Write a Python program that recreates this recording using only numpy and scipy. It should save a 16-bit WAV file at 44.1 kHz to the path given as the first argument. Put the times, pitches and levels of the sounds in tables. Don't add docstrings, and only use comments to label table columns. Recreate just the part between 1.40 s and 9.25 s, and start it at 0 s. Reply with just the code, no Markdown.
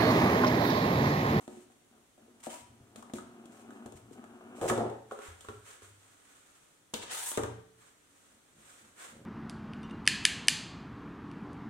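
import sys
import numpy as np
from scipy import signal
from scipy.fft import rfft, irfft
from scipy.io import wavfile
from scipy.ndimage import map_coordinates

SR = 44100
rng = np.random.default_rng(int(sys.argv[2]) if len(sys.argv) > 2 else 0)


def digitize_waveform(pressure):
    field = np.atleast_2d(pressure).T
    bounded = np.clip(field, -1, 1)
    quanta = np.round(bounded * 32767).astype(np.int16)
    wavfile.write(sys.argv[1], SR, quanta)


N = 346254
T = np.arange(N) / SR
RING = T[:SR // 3]
TAIL = T[:SR]


def undb(db):
    return 10 ** (np.asarray(db) / 20)


def unit(x):
    return x / np.sqrt(np.mean(np.sum(x ** 2, axis=-1)))


def fade(t, t60):
    return np.exp(-np.log(1000) * t / t60)


def gain_curve(rows):
    s, db = np.transpose(rows)
    inside = (T >= s[0]) * (T <= s[-1])
    return undb(np.interp(T, s, db)) * inside


def on_log(hz, points_hz, values):
    return np.interp(np.log(np.maximum(hz, 1)), np.log(np.maximum(points_hz, 1)), values)


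def convolve(x, response):
    x = np.atleast_2d(x)
    return signal.oaconvolve(x, np.atleast_2d(response), axes=1)[:, :x.shape[1]]


def colour(x, points, size=4096):
    hz, db = np.transpose(points)[:2]
    wanted_gain = undb(on_log(np.fft.rfftfreq(size, 1 / SR), hz, db))
    cepstrum = irfft(np.log(wanted_gain))
    cepstrum[1:size // 2] *= 2
    cepstrum[size // 2 + 1:] = 0
    response = irfft(np.exp(rfft(cepstrum)))
    return convolve(x, unit(response))


def split(x, edge_hz):
    low = signal.sosfiltfilt(signal.butter(2, edge_hz, fs=SR, output="sos"), x)
    return low, x - low


def ring(modes, t):
    return sum(undb(db) * unit(np.sin(2 * np.pi * hz * t) * fade(t, t60)) for hz, db, t60 in modes)


def add(out, s, sound, db):
    start = int(s * SR)
    part = np.atleast_2d(unit(sound))[:, :N - start]
    out[:, start:start + part.shape[1]] += part * undb(db) * np.sqrt(SR / 100)


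def walk(rate):
    points = rng.standard_normal(4096)
    return np.interp(T * rate, np.arange(len(points)), points)


def slips(rate, spread_db, channels=1):
    happens = rng.random((channels, N)) < rate / SR
    sizes = undb(spread_db * np.clip(rng.standard_normal((channels, N)), -2, 2))
    pulses = happens * sizes * rng.choice([-1, 1], (channels, N))
    return pulses / np.std(pulses)


def rubbing(gain, rate, spread_db, flutter_db):
    return slips(rate, spread_db, channels=2) * gain * undb(flutter_db * walk(90))


def strokes(rows, attack_s, sag_db, release_t60):
    gain = np.zeros(N)
    for start, length, db in rows:
        t = T[T >= start] - start
        grip = np.minimum(t / attack_s, 1)
        pressure = undb(db - sag_db * np.minimum(t / length, 1))
        gain[N - len(t):] += grip * pressure * fade(np.maximum(t - length, 0), release_t60)
    return gain


def swings(rows, rise_share, edge_db):
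    power = np.zeros(N)
    for s, length, db in rows:
        away = np.maximum((s - T) / rise_share, (T - s) / (1 - rise_share)) / length
        near = away < 2
        power[near] += undb(db - edge_db * away[near] ** 1.3) ** 2
    return np.sqrt(power)


def spread(noise, wide_hz):
    size = noise.shape[1]
    mid, side = rfft(noise)
    width = np.minimum(np.fft.rfftfreq(size, 1 / SR) / wide_hz, 1) ** 2
    pair = mid + np.array([[1], [-1]]) * width * side
    return irfft(pair / np.sqrt(1 + width ** 2), size)


def place(x, lag_ms, left_db):
    left, right = np.broadcast_to(x, (2, N))
    late = map_coordinates(right, [(T - lag_ms / 1000) * SR], order=3)
    return np.array([left * undb(left_db / 2), late * undb(-left_db / 2)])


def shade_right(pair, edge_hz, leak):
    left, right = pair
    shaded = signal.sosfiltfilt(signal.butter(3, edge_hz, fs=SR, output="sos"), right)
    return np.array([left, shaded + leak * (right - shaded)])


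def knocks(rows, modes, flex_db, flex_t60, tick_t60):
    # f/Hz, relative level/dB
    tick_colour = [(500, 4.5), (1300, -0.5), (2100, -7), (3400, 7.5), (4900, -6), (6500, 4.5), (8500, 7),
                   (10500, -5), (15500, -13.5)]
    out = np.zeros((2, N))
    hz, mode_db, t60 = np.transpose(modes)
    for s, db, favoured_hz, focus_db, tick_db in rows:
        noise = rng.standard_normal((4, len(RING)))
        weights = mode_db - focus_db * abs(np.log2(hz / favoured_hz))
        tone = sum((-1) ** (k // 2) * ring([mode], RING) for k, mode in enumerate(zip(hz, weights, t60)))
        tone = signal.sosfilt(signal.butter(2, 150, "high", fs=SR, output="sos"), tone)
        crowd = [(hz[0] / 2, weights[0] - 25), *zip(hz, weights), (hz[-1] * 2, weights[-1] - 25)]
        flex = colour(spread(noise[:2], wide_hz=700) * fade(RING, flex_t60), crowd)
        tick = colour(noise[2:] * fade(RING, tick_t60), tick_colour)
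        add(out, s, unit(tone) + undb(flex_db) * unit(flex), db)
        add(out, s, tick, tick_db)
    return out


def floor():
    # f/Hz, relative level/dB
    floor_colour = [(15, -25), (25, -13), (102, -5.5), (222, -7.5), (276, -0.5), (333, -6), (981, -11.5),
                    (1320, -11), (2520, -15.5), (3390, -14.5), (5090, -21), (5820, -16.5), (8490, -14),
                    (14200, -27), (15800, -27)]
    noise = rng.standard_normal((3, N))
    own, shared = noise[:2], noise[2]
    bass = signal.butter(1, 400, fs=SR)
    mixed = own + signal.lfilter(*bass, 0.97 * shared - .5 * own)
    return colour(mixed, floor_colour) * undb(-67)


def room(x):
    # f/Hz, t60/s, level/dB
    tail_rows = [(100, 0.72, -2), (300, 0.53, -3), (700, 0.46, -1.5), (1800, .6, -3), (5000, 0.57, -3.5),
                 (14100, 0.23, -2)]
    # f/Hz, level/dB, t60/s
    standing_waves = [(116, -27.5, 0.72), (182.1, -30.5, 1), (239.7, -33, 0.51), (382, -32.5, 0.68),
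                      (441, -34.5, 0.79), (511, -40.5, 0.68), (559, -30, 0.36), (648, -44, 1),
                      (756, -32, 0.16)]
    hz, t60, db = np.transpose(tail_rows)
    spectrum = rfft(spread(rng.standard_normal((2, SR)), wide_hz=633))
    octave = np.round(np.log2(np.maximum(np.fft.rfftfreq(SR, 1 / SR), 64)))
    tail = 0
    for k in np.unique(octave):
        envelope = unit(fade(TAIL, on_log(2 ** k, hz, t60)) * (TAIL > .004))
        band = irfft(spectrum * (octave == k), SR)
        tail = tail + band * envelope * undb(on_log(2 ** k, hz, db))
    return convolve(x, tail + ring(standing_waves, TAIL))


def footsteps():
    # t/s at full weight, length/s, level/dB
    step_rows = [(6.94, 0.078, -69), (7.18, 0.24, -69), (7.44, 0.12, -66), (7.765, 0.19, -54)]
    # f/Hz, relative level/dB
    step_colour = [(30, -15), (60, -2), (100, -2), (200, 4.5), (290, 0), (420, -2.5), (800, -14),
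                   (3000, -46)]
    weight = swings(step_rows, rise_share=0.39, edge_db=13.5)
    return colour(slips(rate=450, spread_db=2.5) * weight, step_colour)


def clothes():
    # t/s at the fastest, length/s, level/dB, treble/dB above it
    brushes = np.array([(3.737, 0.19, -60, -2), (3.846, 0.14, -47.5, -4), (4.056, 0.31, -60.5, 2),
                        (4.289, 0.16, -54, 1), (4.438, .12, -58, 2), (4.65, 0.54, -65.5, 1.5),
                        (4.896, 0.43, -64, 1), (5.11, .6, -68, 3), (6.43, 0.25, -62.5, -1),
                        (6.797, 0.75, -68.5, 2.5), (7.292, 0.41, -59, 2), (7.621, 0.16, -48, -1.5)])
    # f/Hz, relative level/dB
    cloth_colour = [(100, -31), (220, -11), (400, -1.5), (850, -4.5), (1400, 2), (2000, -2), (2600, -5),
                    (3500, -6), (4900, -13), (6800, -5), (8500, -2), (11000, -16), (15800, -22.5)]
    rustle = colour(rubbing(1, rate=9000, spread_db=3.5, flutter_db=1.95), cloth_colour)
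    low, high = split(rustle, 2800)
    treble_rows = [(s, length, db + treble_db) for s, length, db, treble_db in brushes]
    scrape_gain = swings(brushes[:, :3], rise_share=0.35, edge_db=12.5)
    hiss_gain = swings(treble_rows, rise_share=0.35, edge_db=12.5)
    return low * scrape_gain + high * hiss_gain


def bumps():
    # t/s, level/dB before a lift of 3 dB, f/Hz, t60/s
    bump_rows = [(1.219, -60, 121, 0.36), (1.299, -61.5, 116, 0.2), (1.408, -56.5, 124, 0.2),
                 (2.459, -55.5, 117, 0.096), (2.552, -53, 118, 0.16), (3.214, -55, 100, 0.2),
                 (3.302, -40.5, 116, 0.19), (3.883, -52.5, 82, 0.3), (4.087, -49.5, 102.4, 0.26),
                 (4.429, -58, 100, 0.58), (5.538, -60, 92.6, 0.78), (5.975, -41.5, 114, 0.45),
                 (6.034, -41, 118.7, 0.19)]
    out = np.zeros((2, N))
    for s, db, hz, t60 in bump_rows:
        swing = ring([(hz, 0, t60), (hz * 0.76, -9, t60 / 2)], TAIL)
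        soft_start = 1 - fade(TAIL, 0.015)
        add(out, s, swing * soft_start, db + 3.0)
    return out


def table_knocks():
    # t/s, level/dB, favoured f/Hz, focus/dB per octave, tick level/dB
    table_blows = [(5.537, -36.5, 424, 3.2, -44), (5.54, -37.5, 3700, 21, -36.5),
                   (5.632, -46.5, 600, 1.6, -50), (5.916, -45, 1300, 5, -42.5), (5.974, -28, 403, 2, -37.5),
                   (5.979, -32.5, 800, 3.7, -53), (5.993, -30.5, 380, 6.9, -60),
                   (6.034, -34, 700, 2.8, -46)]
    # f/Hz, relative level/dB, t60/s
    table_modes = [(194, -5.5, 0.024), (292, -2.5, 0.072), (403, -2.5, 0.1), (446, 1.5, 0.11),
                   (634, -5, 0.058), (800, -8.5, 0.015), (953, -6, 0.068), (1130, -7.5, .05),
                   (1340, -7, 0.13), (1575, -11, 0.051), (2350, -17.5, 0.057), (2960, -18.5, 0.03),
                   (3700, -24, .05)]
    return knocks(table_blows, table_modes, flex_db=5.5, flex_t60=0.059, tick_t60=0.013)


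def table_slide():
    # t/s, scrape level/dB, treble level/dB, both before their trims below
    slide_rows = np.array([(5.555, -46.5, -52), (5.603, -62, -68), (5.627, -45.5, -59), (5.661, -56.5, -72),
                           (5.699, -42, -70), (5.711, -39, -43), (5.903, -49, -38.5), (5.913, -52, -36),
                           (5.965, -46, -64)])
    # f/Hz, relative level/dB
    slide_colour = [(80, -34), (221, -23), (440, -6.5), (650, -13), (900, -1.5), (1150, -8.5), (1580, -5.5),
                    (2400, -8.5), (3600, -6.5), (5000, -12), (7000, -3), (8890, 1.5), (11000, -9),
                    (15800, -11.5)]
    chatter = colour(rubbing(0.91, rate=3500, spread_db=2.5, flutter_db=2.2), slide_colour)
    low, high = split(chatter, 6000)
    scrape = low * gain_curve(slide_rows[:, :2]) * undb(5.5)
    treble = high * gain_curve(slide_rows[:, ::2]) * undb(1.5)
    echo_s = np.interp(T, [5.6, 5.97], [.0019, .0008])
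    echo = np.array([np.interp(T - echo_s, T, channel) for channel in scrape])
    return shade_right(scrape + .5 * echo + treble, edge_hz=12200, leak=0.22)


def lid_knocks():
    # t/s, level/dB, favoured f/Hz, focus/dB per octave, tick level/dB; the row at 4.008 s is a brief
    lid_blows = [(3.711, -40.5, 1130, 6.2, -63), (3.72, -37.5, 511, 12.4, -56.5),
                 (3.789, -43.5, 511, 3, -58), (4.008, -75, 1296, 4.5, -53), (4.047, -51, 1220, 2.7, -62),
                 (4.086, -40.5, 1340, 1.1, -56), (4.096, -45, 355, 20, -68), (4.42, -54.5, 1320, 1.9, -64)]
    # f/Hz, relative level/dB, t60/s
    lid_modes = [(237, -2.5, 0.051), (360, -7.5, 0.077), (431, -1, 0.12), (511, -1, 0.053),
                 (780, -9, 0.073), (967, -9.5, 0.17), (1130, -4, 0.1), (1340, -2.5, 0.033),
                 (1950, -18.5, .04), (3370, -16.5, .02)]
    return knocks(lid_blows, lid_modes, flex_db=-0.5, flex_t60=0.04, tick_t60=0.039)


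def squeaks():
    # start t/s, length/s, f/Hz, level/dB
    squeak_rows = [(1.092, .014, 3090, -51), (1.128, 0.039, 975, -49.5)]
    out = np.zeros(N)
    for s, length, hz, db in squeak_rows:
        phase = 2 * np.pi * np.cumsum(hz * (1 + 0.017 * walk(250))) / SR
        pressure = strokes([(s, length, db)], attack_s=0.0071, sag_db=1.0, release_t60=0.047)
        out += np.sin(phase) * pressure
    return out


def finger_swish():
    # start t/s, length/s, level/dB
    swish_rows = [(0, 0.057, -63.5), (.09, 0.14, -63.5), (.3, 0.027, -68), (.996, 0.0099, -59),
                  (1.027, 0.043, -48.5), (1.092, 0.053, -48), (1.15, 0.066, -57), (1.57, 0.023, -59),
                  (1.742, 0.035, -52), (2.11, 0.11, -63.5), (2.32, 0.055, -67.5), (2.553, 0.021, -56),
                  (2.72, 0.017, -58.5), (3.15, 0.15, -59.5), (3.21, .07, -50), (3.277, 0.018, -33.5),
                  (3.372, .04, -63)]
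    # f/Hz, relative level/dB
    swish_colour = [(300, -17), (700, -7.5), (1000, -1.5), (1900, -3.5), (3100, -6), (4900, -10.5),
                    (6500, -5), (8400, -0.5), (10500, -11.5), (15500, -19)]
    # f/Hz, level/dB, t60/s
    wrap_modes = [(949, -14.5, .16), (1340, -14.5, 0.11), (3090, -22, .035)]
    pressure = strokes(swish_rows, attack_s=.011, sag_db=1.5, release_t60=0.073)
    grains = rubbing(pressure, rate=2000, spread_db=3.5, flutter_db=0.0)
    hiss = shade_right(colour(grains, swish_colour), edge_hz=12800, leak=.45)
    return hiss + convolve(grains, ring(wrap_modes, RING)) + squeaks()


def box_knocks():
    # t/s, level/dB, favoured f/Hz, focus/dB per octave, tick level/dB
    box_blows = [(.078, -41, 560, 9, -57), (.169, -48.5, 380, 20, -70), (.3, -62, 700, 13, -75),
                 (.418, -66.5, 355, 17, -84), (.779, -58.5, 645, 13, -72), (.879, -57, 420, 20, -84),
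                 (1.068, -37.5, 690, 15, -65), (1.07, -47, 253, 13, -68), (1.559, -50.5, 300, -1, -52),
                 (1.625, -50.5, 1100, 24, -58.5), (1.697, -51, 403, -2, -72), (1.736, -34.5, 246, 4, -46.5),
                 (1.75, -42, 247, 10, -70), (1.784, -45.5, 1310, 24, -56), (2.056, -50.5, 278, 14, -59.5),
                 (2.306, -55, 1410, 21, -62.5), (2.46, -44.5, 640, 11, -55), (2.522, -52.5, 640, 8, -58),
                 (2.71, -47.5, 300, 19.5, -69), (2.84, -53.5, 1210, 17.5, -64), (3.213, -37, 800, 2, -49),
                 (3.298, -27.5, 1320, 12, -38), (3.311, -29.5, 450, 13, -58), (3.377, -31.5, 654, 12, -49),
                 (3.406, -28, 605, 13.5, -71), (3.42, -36, 560, 13, -71), (3.499, -51, 597, -5, -58)]
    # f/Hz, relative level/dB, t60/s
    box_modes = [(194, -0.5, 0.032), (236, 13, 0.017), (293, 4, 0.096), (364, 5, 0.15), (470.5, -0.5, 0.2),
                 (560, -7, 0.027), (640, 4, 0.026), (722, -3.5, 0.029), (920, -5.5, 0.033),
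                 (1130, -9.5, 0.056), (1290, -7.5, 0.029), (1460, -11, .04), (1640, -7.5, 0.048),
                 (2690, -18.5, .02)]
    return knocks(box_blows, box_modes, flex_db=0.5, flex_t60=0.043, tick_t60=0.032)


def lid_creep():
    # t/s, level/dB before a trim of -1 dB
    pull_rows = [(1.25, -66), (1.508, -62), (1.736, -58.5), (2.044, -57), (2.368, -52), (2.606, -62.5),
                 (3.19, -49.5)]
    # start t/s, length/s, level/dB
    tug_rows = [(0, 0.038, -56.5), (.095, 0.078, -56.5), (.505, 0.079, -60), (.77, 0.25, -63.5),
                (1.55, 0.027, -59), (1.81, 0.028, -71), (2.77, 0.021, -53.5)]
    # f/Hz, relative level/dB
    creep_colour = [(40, -42), (115, -9.5), (150, -19.5), (240, 4.5), (320, -7), (380, -2.5), (520, -16),
                    (680, -8), (900, -14.5), (1450, -15), (1950, -27.5), (2900, -24), (5000, -65)]
    tugs = strokes(tug_rows, attack_s=0.0087, sag_db=5.0, release_t60=.15)
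    pull = gain_curve(pull_rows) * undb(-1) + tugs
    dull, bright = split(colour(slips(rate=520, spread_db=0.0) * pull, creep_colour), 600)
    return dull + bright * np.minimum(pull / undb(-57.5), 1.2) ** 0.23


def lid_rasp():
    # start t/s, length/s, level/dB
    rasp_rows = [(3.175, 0.042, -49.5), (3.211, 0.051, -33.5), (3.3, 0.021, -31), (3.37, 0.031, -31),
                 (3.425, 0.054, -43), (3.512, 0.016, -49.5)]
    # f/Hz, relative level/dB
    rasp_colour = [(40, -42), (100, -4), (170, -11.5), (260, -3), (385, 3), (490, 2), (620, 1), (800, -3.5),
                   (1040, -8.5), (1300, -11), (1980, -28), (3580, -31.5), (6000, -51)]
    # f/Hz, level/dB, t60/s
    rim_modes = [(380, -14, 0.16), (435, -24, 0.29), (561, -14, 0.076), (632, -20, 0.38), (770, -31, 0.11),
                 (903, -21.5, 0.15)]
    grip = strokes(rasp_rows, attack_s=0.015, sag_db=1.5, release_t60=0.17)
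    judder = slips(rate=1000, spread_db=4.0) * grip
    return undb(-0.5) * colour(judder, rasp_colour) + convolve(judder, ring(rim_modes, RING))


def scene():
    box = box_knocks() + lid_creep() + bumps()
    near = (place(clothes() + footsteps(), lag_ms=0.072, left_db=-0.9)
            + place(table_knocks(), lag_ms=0.18, left_db=0.5)
            + place(table_slide(), lag_ms=0.257, left_db=1.0)
            + place(lid_knocks(), lag_ms=0.12, left_db=0.0)
            + place(finger_swish(), lag_ms=0.195, left_db=0.6)
            + place(box, lag_ms=0.17, left_db=1.8)
            + place(lid_rasp(), lag_ms=0.15, left_db=0.5))
    return near + room(near) + floor()


def record(dry):
    return signal.sosfilt(signal.ellip(10, .2, 70, 15750, fs=SR, output="sos"), dry)


dry = scene()
out = record(dry)
digitize_waveform(out)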